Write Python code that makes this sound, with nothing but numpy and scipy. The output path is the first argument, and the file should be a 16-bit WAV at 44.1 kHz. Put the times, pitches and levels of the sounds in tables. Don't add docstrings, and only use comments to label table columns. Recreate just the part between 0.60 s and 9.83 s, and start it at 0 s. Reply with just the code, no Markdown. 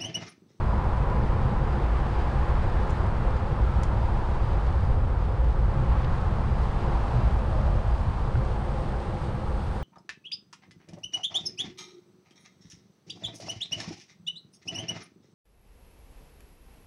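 import sys
import numpy as np
from scipy import signal
from scipy.fft import rfft, irfft, next_fast_len
from scipy.io import wavfile
from scipy.ndimage import uniform_filter1d, minimum_filter1d

SR = 44100
rng = np.random.default_rng(int(sys.argv[2]) if len(sys.argv) > 2 else 0)


def to_wav(sig):
    pcm = np.clip(np.atleast_2d(sig), -1, 1) * 32767
    pcm = np.round(pcm).astype(np.int16)
    wavfile.write(sys.argv[1], SR, pcm.T)


N = 407043
T = np.arange(N) / SR
LULL_AT_S, LULL_FADE_S = 7.98, 0.74
# t/s, half length/s, tread note f/Hz, width/Hz, level/dB, rise/dB of roar, rasp, hiss
CARS = [(.5, 0.71, 1004, 115, -43, -0.2, 1, 1.2), (1.92, 0.78, 1736, 282, -57, 1.5, 3.5, 3),
        (3.152, 0.15, 1317, 150, -46, 0.5, 0, 0.5), (3.55, 0.36, 930, 182, -42, -0.7, 1, 1),
        (5.4, 0.26, 1070, 450, -48.5, 1.6, 2.4, 0.8), (6.4, 0.39, 900, 220, -47, 2, 2.5, 3),
        (8.348, 0.21, 802, 109.6, -47, -0.1, 1, 0.9)]


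def wind(level_db=-25.5, lull_db=-5, buffet_db=0.63, gust_half_s=0.2):
    # f/Hz, level/dB
    spectrum = [(8, -6.5), (22, -2), (42, -1), (68, -2), (90, -4.5), (130, -9.5), (170, -18.5), (260, -27),
                (500, -38.5), (1200, -59.5)]
    # t/s, change/dB
    gusts = [(.72, 2.5), (1.38, -1), (2.02, 4), (2.53, 1.5), (3.4, 2.5), (4.3, 4), (5.25, 4.5), (5.75, 1),
             (7.1, 2.5)]
    gust_db = sum(db * swell(s, gust_half_s) for s, db in gusts)
    db = level_db + gust_db + lull_db * step(LULL_AT_S, LULL_FADE_S) + buffet_db * walk(9)
    return even(colour(noise(), spectrum), span_s=0.14, steadiness=1.0) * undb(db)


def fork(hz=55.1, width_hz=11.5, road_db=-31, lull_db=-10, t60_s=1.2, rise_s=0.078):
    # t/s, level/dB
    seams = [(3.0, -21), (3.9, -22), (4.72, -16.5), (5.33, -23), (6.3, -24), (6.62, -19), (7.3, -24.5),
             (8.93, -23)]
    steady = undb(road_db + lull_db * step(LULL_AT_S, LULL_FADE_S))
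    jolt_power = sum((undb(db) * decay(s, t60_s)) ** 2 for s, db in seams)
    swing = uniform_filter1d(np.sqrt(steady ** 2 + jolt_power), int(rise_s * SR) + 1)
    return even(narrow(hz, width_hz), span_s=0.1, steadiness=0.65) * swing


def frame(shake_db=-39.5, casing_db=-44, wheel_db=0.9, patchy_db=1.0, wheel_hz=2.85):
    # f/Hz, width/Hz, level/dB
    frame_modes = [(96.7, 33, -2.5), (115.5, 29, 2), (139.1, 9.1, 1), (163.2, 14, -7), (204.6, 21.2, -2.5)]
    # f/Hz, width/Hz, level/dB
    casing_modes = [(344.3, 11.3, -3), (427, 34, -4.5), (520, 38, -0.2), (829, 69, -2)]
    # t/s, half length/s, shaking change/dB, drumming change/dB
    asphalt = [(.7, 0.48, 6, 1.5), (1.4, .2, 1, -2), (2.3, 0.32, 1, 0.5), (3.5, 0.13, 3.5, 3),
               (4.1, 0.35, -8.5, -1), (4.85, 0.28, 0.5, 0.5), (5.75, 0.16, 4, -5), (6.235, .09, 0, 5.5),
               (6.5, 0.78, 1.5, -1.5), (7.523, 0.11, -1.5, -8), (8.4, 0.44, 2.5, 2),
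               (8.954, 0.22, -1.5, -4)]
    force = grains(per_s=2500, spread_db=2.0)
    rough_db, drum_db = sum(np.outer(changes, near(s, half_s)) for s, half_s, *changes in asphalt)
    shaking = ring(force * undb(shake_db + rough_db), frame_modes)
    wheel = np.cos(2 * np.pi * wheel_hz * (T - 4.67))
    drive_db = casing_db + drum_db + wheel_db * wheel + patchy_db * walk(6)
    drumming = ring(force * undb(drive_db), casing_modes)
    return lowpass(shaking, hz=260, order=4) + lowpass(drumming, hz=1100, order=4)


def bumps(thud_hz=121, thud_t60_s=0.3, rise_t60_s=0.04):
    # t/s, thud/dB, clack/dB
    hits = [(4.19, -28, -48), (6.536, -19, -45), (7.7549, -20.5, -30)]
    # f/Hz, level/dB, t60/s
    mount_modes = [(900, -6, .012), (1440, 3, 0.018), (1750, -13, 0.011), (2550, -16, .008)]
    out = 0
    for s, thud_db, clack_db in hits:
        envelope = 2 * (decay(s, thud_t60_s) - decay(s, rise_t60_s))
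        swing = envelope * np.sin(2 * np.pi * thud_hz * (T - s))
        out = out + undb(thud_db) * swing + undb(clack_db) * struck(s, mount_modes)
    return lowpass(out, hz=3200)


def tread(level_db=-59.5, drift_db_per_s=0.3248, crackle_db=-7, flicker_db=0.64, dip_db=-2.0):
    # f/Hz, level/dB
    spectrum = [(1200, -11), (2600, 4.5), (3500, 3), (4400, 0.5), (4850, -1.5), (5300, -4), (5900, -7),
                (7800, -11), (9000, -11.5), (9700, -18), (10400, -20.5), (11000, -26), (13000, -41)]
    contact = noise() + undb(crackle_db) * grains(per_s=1100, spread_db=3.5)
    _, _, cars_db = car_rises_db()
    db = level_db + drift_db_per_s * T + cars_db + dip_db * dip() + flicker_db * walk(22)
    return colour(contact, spectrum) * undb(db)


def chain(hz=4850, width_hz=190, push_half_s=0.094):
    # t/s, level/dB
    pushes = [(.12, -70), (.55, -72), (1.13, -67), (1.58, -63), (2.05, -69), (2.43, -69), (2.8, -69),
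              (3.45, -68), (3.87, -67), (4.25, -69), (4.65, -70), (5.45, -72), (5.95, -69.5), (6.28, -69),
              (6.62, -68), (6.95, -71), (7.35, -69), (7.65, -72), (8.2, -73)]
    return narrow(hz, width_hz) * sum(undb(db) * swell(s, push_half_s) for s, db in pushes)


def grit(t60_s=0.011, ring_db=-7):
    # t/s, level/dB
    stones = [(2.298, -49.5), (2.3063, -45), (2.328, -53), (2.7673, -52.5), (3.2331, -34.5), (3.2358, -41),
              (3.2424, -49), (3.253, -51.5), (6.1446, -55), (8.6469, -57)]
    # f/Hz, level/dB
    spectrum = [(1800, -1), (3200, 2.5), (5000, 3.5), (6500, 3.2), (7800, 2.5), (9000, 0), (10000, -14),
                (12500, -26)]
    # f/Hz, level/dB, t60/s
    metal_modes = [(3360, 7, .05), (5200, -3, .04), (6240, -2, .06), (7050, 4, .05), (8860, -5, .06)]
    blows = sum(undb(db) * decay(s, t60_s) for s, db in stones)
    ticks = even(colour(noise(), spectrum), span_s=0.001, steadiness=.8) * blows
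    ringing = signal.fftconvolve(ticks, struck(0, metal_modes))[:N]
    return ticks + undb(ring_db) * np.std(ticks) * unit(ringing)


def rattle(t60_s=0.016):
    # t/s, level/dB
    knocks = [(5.4305, -43), (5.4452, -36), (5.448, -44), (5.457, -46)]
    # f/Hz, level/dB
    spectrum = [(800, 2), (1500, 0), (2500, -7), (4500, -11), (5600, -20), (9000, -34)]
    envelope = sum(undb(db) * decay(s, t60_s) for s, db in knocks)
    chatter = even(colour(noise(), spectrum), span_s=0.00091, steadiness=.5)
    return lowpass(chatter * envelope, hz=5000, order=6)


def scuff():
    # t/s, half length/s, level/dB
    patches = [(1.58, .08, -55), (5.33, .06, -56), (5.44, 0.047, -54), (6.22, .04, -56), (6.64, 0.079, -53)]
    sand = colour(noise(), [(1600, 9.5), (2800, 11), (4500, -5), (6000, -12), (9000, -25)])
    return sand * sum(undb(db) * swell(s, half_s) for s, half_s, db in patches)


def traffic(roar_db=-35.5, roar_db_per_s=-.5, rasp_db=-48, rasp_db_per_s=-0.3667,
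            waver_db=.5, roar_dip_db=-2.0, rasp_dip_db=-1.5):
    # f/Hz, level/dB
    roar_spectrum = [(150, -4.5), (280, -1.5), (450, 0), (640, -2), (800, 2.15), (1020, 0.3), (1180, -2),
                     (1380, -6), (1600, -17), (2400, -35)]
    # f/Hz, level/dB
    rasp_spectrum = [(700, -14.5), (1300, 2), (1600, 4.5), (2000, -0.5), (2600, -7), (3400, -14),
                     (5000, -24.5), (9000, -52.5)]
    roar_rise_db, rasp_rise_db, _ = car_rises_db()
    roar = undb(roar_db + roar_db_per_s * T + roar_rise_db + roar_dip_db * dip() + waver_db * walk(11))
    rasp = undb(rasp_db + rasp_db_per_s * T + rasp_rise_db + rasp_dip_db * dip())
    return colour(noise(), roar_spectrum) * roar + colour(noise(), rasp_spectrum) * rasp


def passing_cars():
    return sum(narrow(hz, width_hz) * undb(db) * near(s, half_s)
               for s, half_s, hz, width_hz, db, *_ in CARS)


def close_car(at_s=7.03, approach_s=.5, leave_s=.36, comb_hz=600, bounce=0.8, db=-41, tooth_db=-44.5):
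    # f/Hz, level/dB
    spectrum = [(380, -12.0), (500, 0.5), (590, 1.5), (850, -3), (1050, -4.5), (1300, -11),
                (2200, -26.5)]
    distance = np.hypot(1, (T - at_s) / np.where(T < at_s, approach_s, leave_s))
    tooth_hz = comb_hz * distance
    direct = colour(noise(), spectrum)
    reflected = np.interp(T - 1 / tooth_hz, T, direct)
    lowest_tooth = gliding(tooth_hz, half_width_hz=75) * undb(tooth_db) * near(at_s, half_s=.25)
    return unit(direct + bounce * reflected) * undb(db) / distance + lowest_tooth


def insects(verge_db=-79, thicket_at_s=9.2, thicket_db=4.5, throb_db=1.5, shrill_db=-73, sizzle_db=-75):
    # f/Hz, level/dB
    verge_spectrum = [(7000, -36.5), (7950, -11.5), (8250, -4.5), (8520, -1.5), (8850, -9), (9400, -13.5),
                      (12000, -21.5)]
    # f/Hz, level/dB
    sizzle_spectrum = [(8500, -12), (9500, 1), (10300, 0), (11600, -3), (12500, -8)]
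    thicket = near(thicket_at_s, half_s=1.2)
    throb = undb(throb_db * walk(30))
    verge = colour(noise(), verge_spectrum) * undb(verge_db + thicket_db * thicket)
    shrill = narrow(hz=8360, width_hz=400) * undb(shrill_db) * thicket
    sizzle = colour(noise(), sizzle_spectrum) * undb(sizzle_db) * near(thicket_at_s, half_s=.33)
    return (verge + shrill) * throb + sizzle


def car_rises_db():
    return sum(np.outer(rises, near(s, half_s)) for s, half_s, _, _, _, *rises in CARS)


def dip(from_s=4.21, to_s=5.17, fade_s=.25):
    return step(from_s, fade_s) - step(to_s, fade_s)


def undb(db):
    return 10 ** (np.asarray(db) / 20)


def unit(x):
    return x / np.sqrt(np.mean(x ** 2))


def noise():
    return rng.standard_normal(N)


def walk(rate_hz):
    hold = max(int(SR / rate_hz), 1)
    return unit(uniform_filter1d(noise()[np.arange(N) // hold], hold))


def grains(per_s, spread_db):
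    impacts = (rng.random(N) < per_s / SR) * np.sign(noise())
    return unit(impacts * undb(spread_db * np.minimum(rng.exponential(size=N), 6)))


def narrow(hz, width_hz):
    mode = [(hz, width_hz, 0)]
    return unit(ring(ring(noise(), mode), mode))


def gliding(hz, half_width_hz):
    baseband = lowpass(noise() + 1j * noise(), half_width_hz)
    return unit(np.real(baseband * np.exp(2j * np.pi * np.cumsum(hz) / SR)))


def colour(x, points):
    hz, db = np.transpose(points)
    n = next_fast_len(N, real=True)
    f = np.maximum(np.arange(n // 2 + 1) * SR / n, 1)
    rolloff = np.minimum(f / hz[0], 1) ** 2 * np.minimum(hz[-1] / f, 1) ** 2
    gain = undb(np.interp(np.log(f), np.log(hz), db))
    return unit(irfft(rfft(x, n) * rolloff * gain, n)[:N])


def ring(x, modes):
    out = 0
    for k, (hz, width_hz, db) in enumerate(modes):
        b, a = signal.iirpeak(hz, hz / width_hz, fs=SR)
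        out = out + (-1) ** k * undb(db) * np.sqrt(SR / np.pi / width_hz) * signal.lfilter(b, a, x)
    return out


def struck(at_s, modes):
    return sum(undb(db) * decay(at_s, t60_s) * np.sin(2 * np.pi * hz * (T - at_s))
               for hz, db, t60_s in modes)


def lowpass(x, hz, order=2):
    return signal.sosfilt(signal.butter(order, hz, fs=SR, output="sos"), x)


def even(x, span_s, steadiness):
    strength = np.sqrt(uniform_filter1d(x ** 2, int(span_s * SR) + 1) + 1e-9)
    return unit(x / strength ** np.clip(steadiness, 0, 1))


def decay(at_s, t60_s):
    return (T >= at_s) * np.exp(-np.log(1000) * np.clip((T - at_s) / t60_s, 0, 10))


def near(at_s, half_s):
    return 1 / (1 + ((T - at_s) / half_s) ** 2)


def swell(at_s, half_s):
    return np.exp(-((T - at_s) / half_s) ** 2)


def step(at_s, fade_s):
    return .5 + .5 * np.tanh(2 * (T - at_s) / fade_s)


def scene():
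    bicycle = fork() + frame() + tread() + chain() + grit() + rattle() + scuff() + bumps()
    street = traffic() + passing_cars() + close_car() + insects()
    return (wind() + bicycle + street)[None]


def record(dry, ceiling_db=-13.8, hold_s=0.02, split_hz=400, top_hz=12600):
    bass = signal.sosfiltfilt(signal.butter(4, split_hz, fs=SR, output="sos"), dry)
    hold = int(hold_s * SR) + 1
    allowed = np.minimum(1, undb(ceiling_db) / (np.abs(bass) + 1e-9))
    gain = uniform_filter1d(minimum_filter1d(allowed, hold), hold)
    limited = dry + bass * (gain - 1)
    return signal.sosfilt(signal.ellip(8, .2, 70, top_hz, fs=SR, output="sos"), limited)


dry = scene()
out = record(dry)
to_wav(out)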